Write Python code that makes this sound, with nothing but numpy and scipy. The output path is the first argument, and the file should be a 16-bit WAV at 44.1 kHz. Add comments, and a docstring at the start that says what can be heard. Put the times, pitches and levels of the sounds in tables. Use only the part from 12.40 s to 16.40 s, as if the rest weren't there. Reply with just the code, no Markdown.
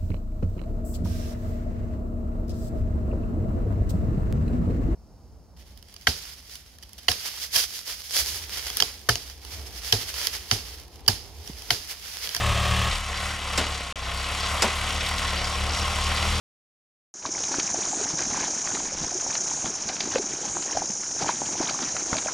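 """In snowy woods a tracked vehicle labours along, heard first close up, then from among the trees. Its exhaust
throbs, and blows in every turn of the engine make it clatter; from afar a gear whines too. A branch brushes
past, and snow and twigs crunch under the tracks. A low thud comes first, then two sharp, ringing knocks, each
with a dull thud of its own. Between the knocks the sound drops out for an instant. Towards the end, small loose
metal parts tick."""
import sys
import numpy as np
from scipy import signal
from scipy.fft import rfft, irfft
from scipy.io import wavfile
from scipy.ndimage import uniform_filter1d

SR = 44100
rng = np.random.default_rng(int(sys.argv[2]) if len(sys.argv) > 2 else 0)


def waveform_to_disk(signal):
    """Save audio, clipped to [-1, 1], as 16-bit WAV at the path in sys.argv[1]."""
    frames = np.transpose(np.atleast_2d(signal))
    scaled = np.clip(frames, -1, 1) * 32767
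    samples = np.round(scaled).astype(np.int16)
    wavfile.write(sys.argv[1], SR, samples)


N = 176400
T = np.arange(N) / SR
HZ = np.fft.rfftfreq(N, 1 / SR)


def amp(db):
    """Turns decibels into a number to multiply by."""
    return 10 ** (np.asarray(db) / 20)


def unit(x):
    """Scales a sound to an average (rms) level of 1."""
    return x / np.sqrt(np.mean(x ** 2) + 1e-20)


def over_time(rows, column=1):
    """Joins the points of a time table with straight lines."""
    rows = np.array(rows)
    return np.interp(T, rows[:, 0], rows[:, column])


def over_hz(rows):
    """Joins the points of a frequency table."""
    hz, value = np.transpose(rows)
    return np.interp(np.log(HZ + 1), np.log(hz + 1), value)


def lows(hz, steepness=4):
    """A filter curve that keeps what lies below hz."""
    return 1 / (1 + (HZ / hz) ** steepness)


def filtered(x, gain):
    """Turns each frequency up or down."""
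    return irfft(rfft(x) * gain, N)


def colour(x, db):
    """Shapes the tone with a dB curve, then sets the level to 1."""
    return unit(filtered(x, amp(db)))


def noise():
    """An even hiss."""
    return rng.standard_normal(N)


def sine(hz):
    """A pure tone that starts anywhere in its cycle."""
    return np.sin(2 * np.pi * (hz * T + rng.random()))


def drift(hz, step=25):
    """A random wobble, up to about hz times a second."""
    t = T[::step]
    smooth = np.exp(-(np.fft.rfftfreq(len(t), step / SR) / hz) ** 2)
    slow = irfft(rfft(rng.standard_normal(len(t))) * smooth, len(t))
    return np.interp(T, t, unit(slow))


def strike(start, rise_s, fall_s):
    """The loudness of a hit: it rises quickly, then dies away."""
    age = np.maximum(T - start, 0)
    return np.minimum(age / rise_s, 1) * np.exp(-np.maximum(age - rise_s, 0) / fall_s)


# Tone of the exhaust's low rumble: f/Hz, level/dB
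RUMBLE_TONE = [(15, -20), (32, 0), (66, 0), (92, 0), (122, -22), (600, -50)]
def exhaust(turns, notes, waver=0.17, waver_hz=14, throb_db=1.2, rumble_db=-11.5):
    """Notes at multiples of the engine speed waver singly and throb together over a rumble."""
    hum = np.zeros(N)
    for multiple, db in notes:
        level = amp(db) * (1 + waver * drift(waver_hz))
        hum += level * np.cos(2 * np.pi * (multiple * turns + rng.random()))
    throb = amp(throb_db * drift(waver_hz))
    return unit(hum * throb) + amp(rumble_db) * colour(noise(), over_hz(RUMBLE_TONE))


# Blows in each engine turn: place in the turn (0-1), low rattle strength, treble strength
ENGINE_BLOWS = [(0.198, 0.51, 0.27), (0.361, 0.62, 0.63), (0.699, 0.34, 0.39)]
def clatter(turns, tone_db, repeat, uneven_db=3.55, grain_db=1.5, points=1200):
    """Blows in step with the crank ring the engine: a partly repeating rattle and a gritty treble."""
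    pattern = np.interp(turns % 1, np.arange(points) / points, rng.standard_normal(points))
    low, high = 1.1, 1  # steady levels under the blows
    for place, low_strength, high_strength in ENGINE_BLOWS:
        blow = np.exp(-((turns - place) % 1) / .22)  # fades over .22 of a turn
        low = low + low_strength * blow * amp(uneven_db * drift(37))
        high = high + high_strength * blow * amp(uneven_db * drift(30))
    rattle = unit(low * (np.sqrt(repeat) * unit(pattern) + np.sqrt(1 - repeat) * noise()))
    surge = amp(2.2 * np.cos(2 * np.pi * (turns - .27)))  # the top treble swells once a turn
    grit = unit(high * noise() * amp(grain_db * drift(240)))
    fizz = unit(high * surge * noise() * amp(grain_db * drift(240)))
    rattle_share, grit_share = lows(2240), lows(7560, steepness=8)
    treble = filtered(grit, np.sqrt(grit_share)) + filtered(fizz, np.sqrt(1 - grit_share))
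    both = filtered(rattle, np.sqrt(rattle_share)) + filtered(treble, np.sqrt(1 - rattle_share))
    return colour(both, tone_db)


# Exhaust notes close up: multiple of the engine speed, level/dB
CLOSE_NOTES = [(1, -7.5), (1.5, -15), (2, -0.5), (3, -.5), (4, -18), (5, -10.5), (11, -22), (16, -14.5),
               (19, -17)]
# Tone of the clatter close up: f/Hz, level/dB
CLOSE_TONE = [(120, -29), (200, -3.5), (268, -20), (392, -10), (480, -9), (600, -2.5), (812, -2.5),
              (923, -8.5), (1080, 0), (1220, 0.5), (1450, -11), (1710, -3), (2250, -8), (2470, -4),
              (3240, -4), (4030, -10), (8820, -18.5), (15500, -36)]
def close_engine(turns, exhaust_db=-24.5, clatter_db=-26.5):
    """Beside the engine, the exhaust is a little louder than the clatter."""
    hum = exhaust(turns, CLOSE_NOTES, waver=0.24)
    rattle = clatter(turns, over_hz(CLOSE_TONE), repeat=0.34, grain_db=-0.1)
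    return amp(exhaust_db) * hum + amp(clatter_db) * rattle


def flicker(x, depth_db=1.13, rate_hz=9, count=8):
    """Each frequency band swells and fades a little on its own."""
    place = np.interp(np.log(HZ + 1), np.log([450, 11000]), [0, count - 1])
    bands = [filtered(x, np.maximum(1 - abs(place - k), 0)) for k in range(count)]
    return unit(sum(band * amp(depth_db * drift(rate_hz)) for band in bands))


# How hard the engine works, heard from the trees: t/s, exhaust level/dB, clatter level/dB
ENGINE_EFFORT = [(.5, -32.5, -28.5), (.55, -36, -28), (.62, -36.5, -35), (.7, -36, -32.5), (.86, -33, -30),
                 (1.0, -36.5, -33), (1.13, -32.5, -30.5), (1.27, -34, -31), (1.38, -36, -33),
                 (1.57, -37.5, -36), (1.7, -34.5, -32), (2.0, -33, -29), (2.17, -32, -28.5),
                 (2.65, -32, -29), (3.2, -30, -29.5), (3.7, -29, -27.5), (3.82, -29, -26), (4, -27.5, -28)]
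# Exhaust notes from afar: multiple of the engine speed, level/dB
FAR_NOTES = [(1, -5), (1.5, -24), (2, 0), (2.5, -18), (3, -10.5), (4, -21), (5, -12.5), (6, -26), (7, -25),
             (8, -26), (13, -22)]
# Tone of the clatter from afar: f/Hz, level/dB
FAR_TONE = [(100, -31), (200, -7.5), (340, -10.5), (420, -8), (490, -4.5), (700, -.5), (880, -4), (1350, 2),
            (1730, -4), (1930, 1), (2400, -1), (3300, -1), (3750, -3.5), (4200, -3), (4380, -12),
            (4650, -4), (5200, -8.5), (5650, -3.5), (6200, -13.5), (6550, -7.5), (8000, -12.5), (9600, -14),
            (12000, -24.5), (15500, -35.5)]
# Pitches at which the engine covers ring: f/Hz, width/Hz, boost/dB
COVER_RINGS = [(467.4, 11, 7), (1040, 120, 5.5), (1080, 51, 5.5), (2026, 30, 3.5), (2630, 55, 2),
               (2917, 37, 5.5), (4630, 180, 3)]
def far_engine(turns, speed, whine_multiple=29.8, whine_db=-25.5, boom_db=4):
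    """Exhaust and clatter follow the effort; a gear whine swells at pitches where the covers ring."""
    cover_db = sum(db / (1 + (2 * (HZ - hz) / width) ** 2) for hz, width, db in COVER_RINGS)
    rattle = flicker(clatter(turns, over_hz(FAR_TONE) + cover_db, repeat=.25))
    boom = filtered(rattle, lows(585))  # the low clatter follows the exhaust level
    wobble = 1 + drift(22) + 1j * drift(20)  # unsteady in both level and pitch
    gear = unit((wobble * np.exp(2j * np.pi * whine_multiple * turns)).real)
    whine = amp(whine_db + np.interp(whine_multiple * speed, HZ, cover_db)) * gear
    deep = amp(over_time(ENGINE_EFFORT)) * (exhaust(turns, FAR_NOTES) + amp(boom_db) * boom)
    bright = amp(over_time(ENGINE_EFFORT, column=2)) * (rattle - boom + whine)
    return deep + bright


# Dull thuds: t/s, level/dB, f/Hz
THUD_HITS = [(.5, -29.5, 37), (1.187, -25, 255), (2.243, -28.5, 214.9)]
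def thuds(rise_cycles=0.88, fall_cycles=2.9):
    """Low bumps that die away within a few swings."""
    return sum(amp(db) * strike(start, rise_cycles / hz, fall_cycles / hz) * sine(hz)
               for start, db, hz in THUD_HITS)


# Gritty bursts: a branch brushing past at 0.511 s, then snow and twigs crunching under the tracks: t/s,
# level/dB
GRITTY_BURSTS = [(0.511, -27), (2.607, -28), (2.662, -27), (2.78, -26), (2.877, -28), (3.823, -32)]
# Tone of a crunch: f/Hz, level/dB
CRUNCH_TONE = [(800, -39), (2000, 3), (3200, 3), (5500, -1), (9000, -19), (15000, -52)]
def crunches(rise_s=0.0034, fall_s=0.0082):
    """A branch brushes past, and snow and twigs give way, in short gritty bursts."""
    bursts = sum(amp(db) * strike(start, rise_s, fall_s) for start, db in GRITTY_BURSTS)
    return bursts * colour(noise(), over_hz(CRUNCH_TONE))


# Sharp knocks: t/s, crack level/dB, body level/dB, rebound level/dB
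KNOCK_HITS = [(1.176, -20, -21, -30.5), (2.221, -16, -20.5, -20)]
# Tone of a knock's first crack: f/Hz, level/dB
CRACK_TONE = [(500, -25), (2000, -8), (4000, -6), (5600, 1), (6200, -11), (6800, 0.5), (9500, -9),
              (11500, -20), (15500, -27)]
# Tone of its duller body: f/Hz, level/dB
BODY_TONE = [(80, -21), (250, -0.5), (1000, 1.5), (1700, -1.5), (3000, -1.5), (5500, -9.5), (9000, -13.5),
             (15000, -33)]
# Notes that ring on the rebound: f/Hz, relative level/dB, time to fade by 60 dB/s
REBOUND_NOTES = [(231.5, -8, 0.31), (384, -5, 0.23), (586, -4, 0.23), (800, -2, 0.068), (975, 6, 0.06),
                 (1073, 5, 0.04), (1440, -2, 0.069)]
def knocks(rebound_s=0.021, ring_db=-6):
    """A bright crack, a duller crunch after it, and a rebound that rings hollow."""
    out = np.zeros(N)
    for start, crack_db, body_db, rebound_db in KNOCK_HITS:
        crack = colour(noise(), over_hz(CRACK_TONE))
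        out += amp(crack_db) * strike(start, .0005, 0.011) * crack
        body = colour(noise(), over_hz(BODY_TONE))
        dull = filtered(body, lows(3000))
        out += amp(body_db) * strike(start, 0.0035, 0.042) * dull
        out += amp(body_db) * strike(start, 0.0035, 0.031) * (body - dull)  # the treble dies sooner
        for hz, db, fade_s in REBOUND_NOTES:
            ring = strike(start + rebound_s, 0.0012, fade_s / np.log(1000)) * sine(hz)
            out += amp(rebound_db + ring_db + db) * ring
    return out


# Clear ticks of loose metal: t/s, level/dB
METAL_TICKS = [(2.976, -38), (3.032, -33), (3.045, -22), (3.267, -26), (3.296, -31), (3.307, -27),
               (3.335, -21), (3.340, -26), (3.362, -23), (3.389, -25), (3.417, -23), (3.469, -30.5),
               (3.645, -30), (3.659, -24), (3.764, -21), (3.842, -29)]
def ticks(turns, speed, ring_hz=5290, width_hz=800, fall_s=.0012, faint_from_s=2.7):
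    """Loose metal rings briefly: a few clear ticks, and faint ones twice a turn."""
    band = 1 / (1 + ((HZ - ring_hz) / width_hz) ** 4)
    beat, part_of_beat = np.divmod(2 * turns, 1)
    faint_db = -31 + 2 * noise()[beat.astype(int)]  # a new random level for each tick
    faint = amp(faint_db) * np.exp(-part_of_beat / (2 * speed * fall_s)) * (T > faint_from_s)
    clear = sum(amp(db) * strike(start, 0.00056, fall_s) for start, db in METAL_TICKS)
    ring = unit(filtered(noise(), band))
    return filtered((faint + clear) * ring, np.sqrt(band))


# How alike left and right are, before `diffuse` scales the difference: f/Hz, likeness (1 = same)
LIKENESS = [(1400, 0.98), (2600, 0.95), (7000, 0.87), (9300, 0.56), (15000, 1)]
def stereo(x, lean, lead, diffuse, scatter_s):
    """Sound scattered by the surroundings makes left and right differ slightly."""
    direct = rfft(x)
    echoes = noise() * strike(0, 0.0012, scatter_s)
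    scatter = np.exp(1j * np.angle(rfft(echoes)))  # smears the timing but keeps the tone
    share = np.clip(diffuse * (1 - over_hz(LIKENESS)) / 2, 0, 1)
    middle, side = direct * np.sqrt(1 - share), direct * scatter * np.sqrt(share)
    tilt = amp(over_hz(lean) / 2) * np.exp(.5j * lead)  # one side is louder or earlier
    return irfft(np.array([(middle + side) * tilt, (middle - side) / tilt]), N)


# Engine turns per second: t/s, f/Hz
ENGINE_SPEED = [(0, 36), (.28, 37.1), (.48, 36.46), (.57, 38.16), (.72, 35.12), (.92, 37.93), (1.08, 35.07),
                (1.25, 37.73), (1.42, 33.78), (1.58, 31.7), (1.98, 35.59), (2.28, 37.16), (2.49, 36.07),
                (2.7, 37.58), (2.87, 36.03), (3.26, 36.17), (3.44, 37.96), (3.59, 36.9), (3.85, 38.18),
                (4, 38.9)]
# How much louder near sounds are on the left: f/Hz, level/dB
CLOSE_BALANCE = [(150, 1.5), (700, 1), (4000, 0.7), (8000, 0)]
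# How much louder far sounds are on the left: f/Hz, level/dB
FAR_BALANCE = [(150, 2.5), (600, 1.5), (1200, -1), (1530, 6), (1800, -6), (2230, 4.5), (2900, -1.5),
               (3430, 8.5), (3780, -2.5), (4550, 2.5), (5100, 0), (6500, 2), (7400, -1), (9200, 1),
               (15000, -1)]
# How far the left side runs ahead for far sounds: f/Hz, lead/radians
FAR_LEAD = [(1450, 0.095), (1650, -1.33), (2000, 0.77), (2700, -0.036), (3250, .4), (3650, -1),
            (4300, 0.53), (7000, 0.4), (12000, 0.53)]
def scene(switch_s=.487, fade_s=0.0049):
    """The engine close up, then from the trees, with thuds, crunches, knocks and ticks."""
    speed = over_time(ENGINE_SPEED)
    turns = np.cumsum(speed * (1 + 0.00505 * drift(16.53))) / SR  # engine turns so far
    far_share = np.clip((T - switch_s) / fade_s + .5, 0, 1)
    close = np.sqrt(1 - far_share) * close_engine(turns)
    far = np.sqrt(far_share) * far_engine(turns, speed) + ticks(turns, speed) + crunches()
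    return (stereo(close, CLOSE_BALANCE, lead=0, diffuse=0.46, scatter_s=0.0041)
            + stereo(knocks() + thuds(), CLOSE_BALANCE, lead=0, diffuse=1.5, scatter_s=.004)
            + stereo(far, FAR_BALANCE, lead=over_hz(FAR_LEAD), diffuse=0.59, scatter_s=0.018))


def record(dry):
    """The sound drops out for an instant, and the very highest treble is cut away."""
    gap_start_s, gap_end_s, top_hz = 1.526, 1.5575, 15800
    sound_on = uniform_filter1d(1. * ((T < gap_start_s) | (T > gap_end_s)), size=40)
    treble_cut = signal.firwin(401, top_hz, window=("kaiser", 9), fs=SR)
    return signal.oaconvolve(dry * sound_on, treble_cut[None], "same")


dry = scene()
out = record(dry)
waveform_to_disk(out)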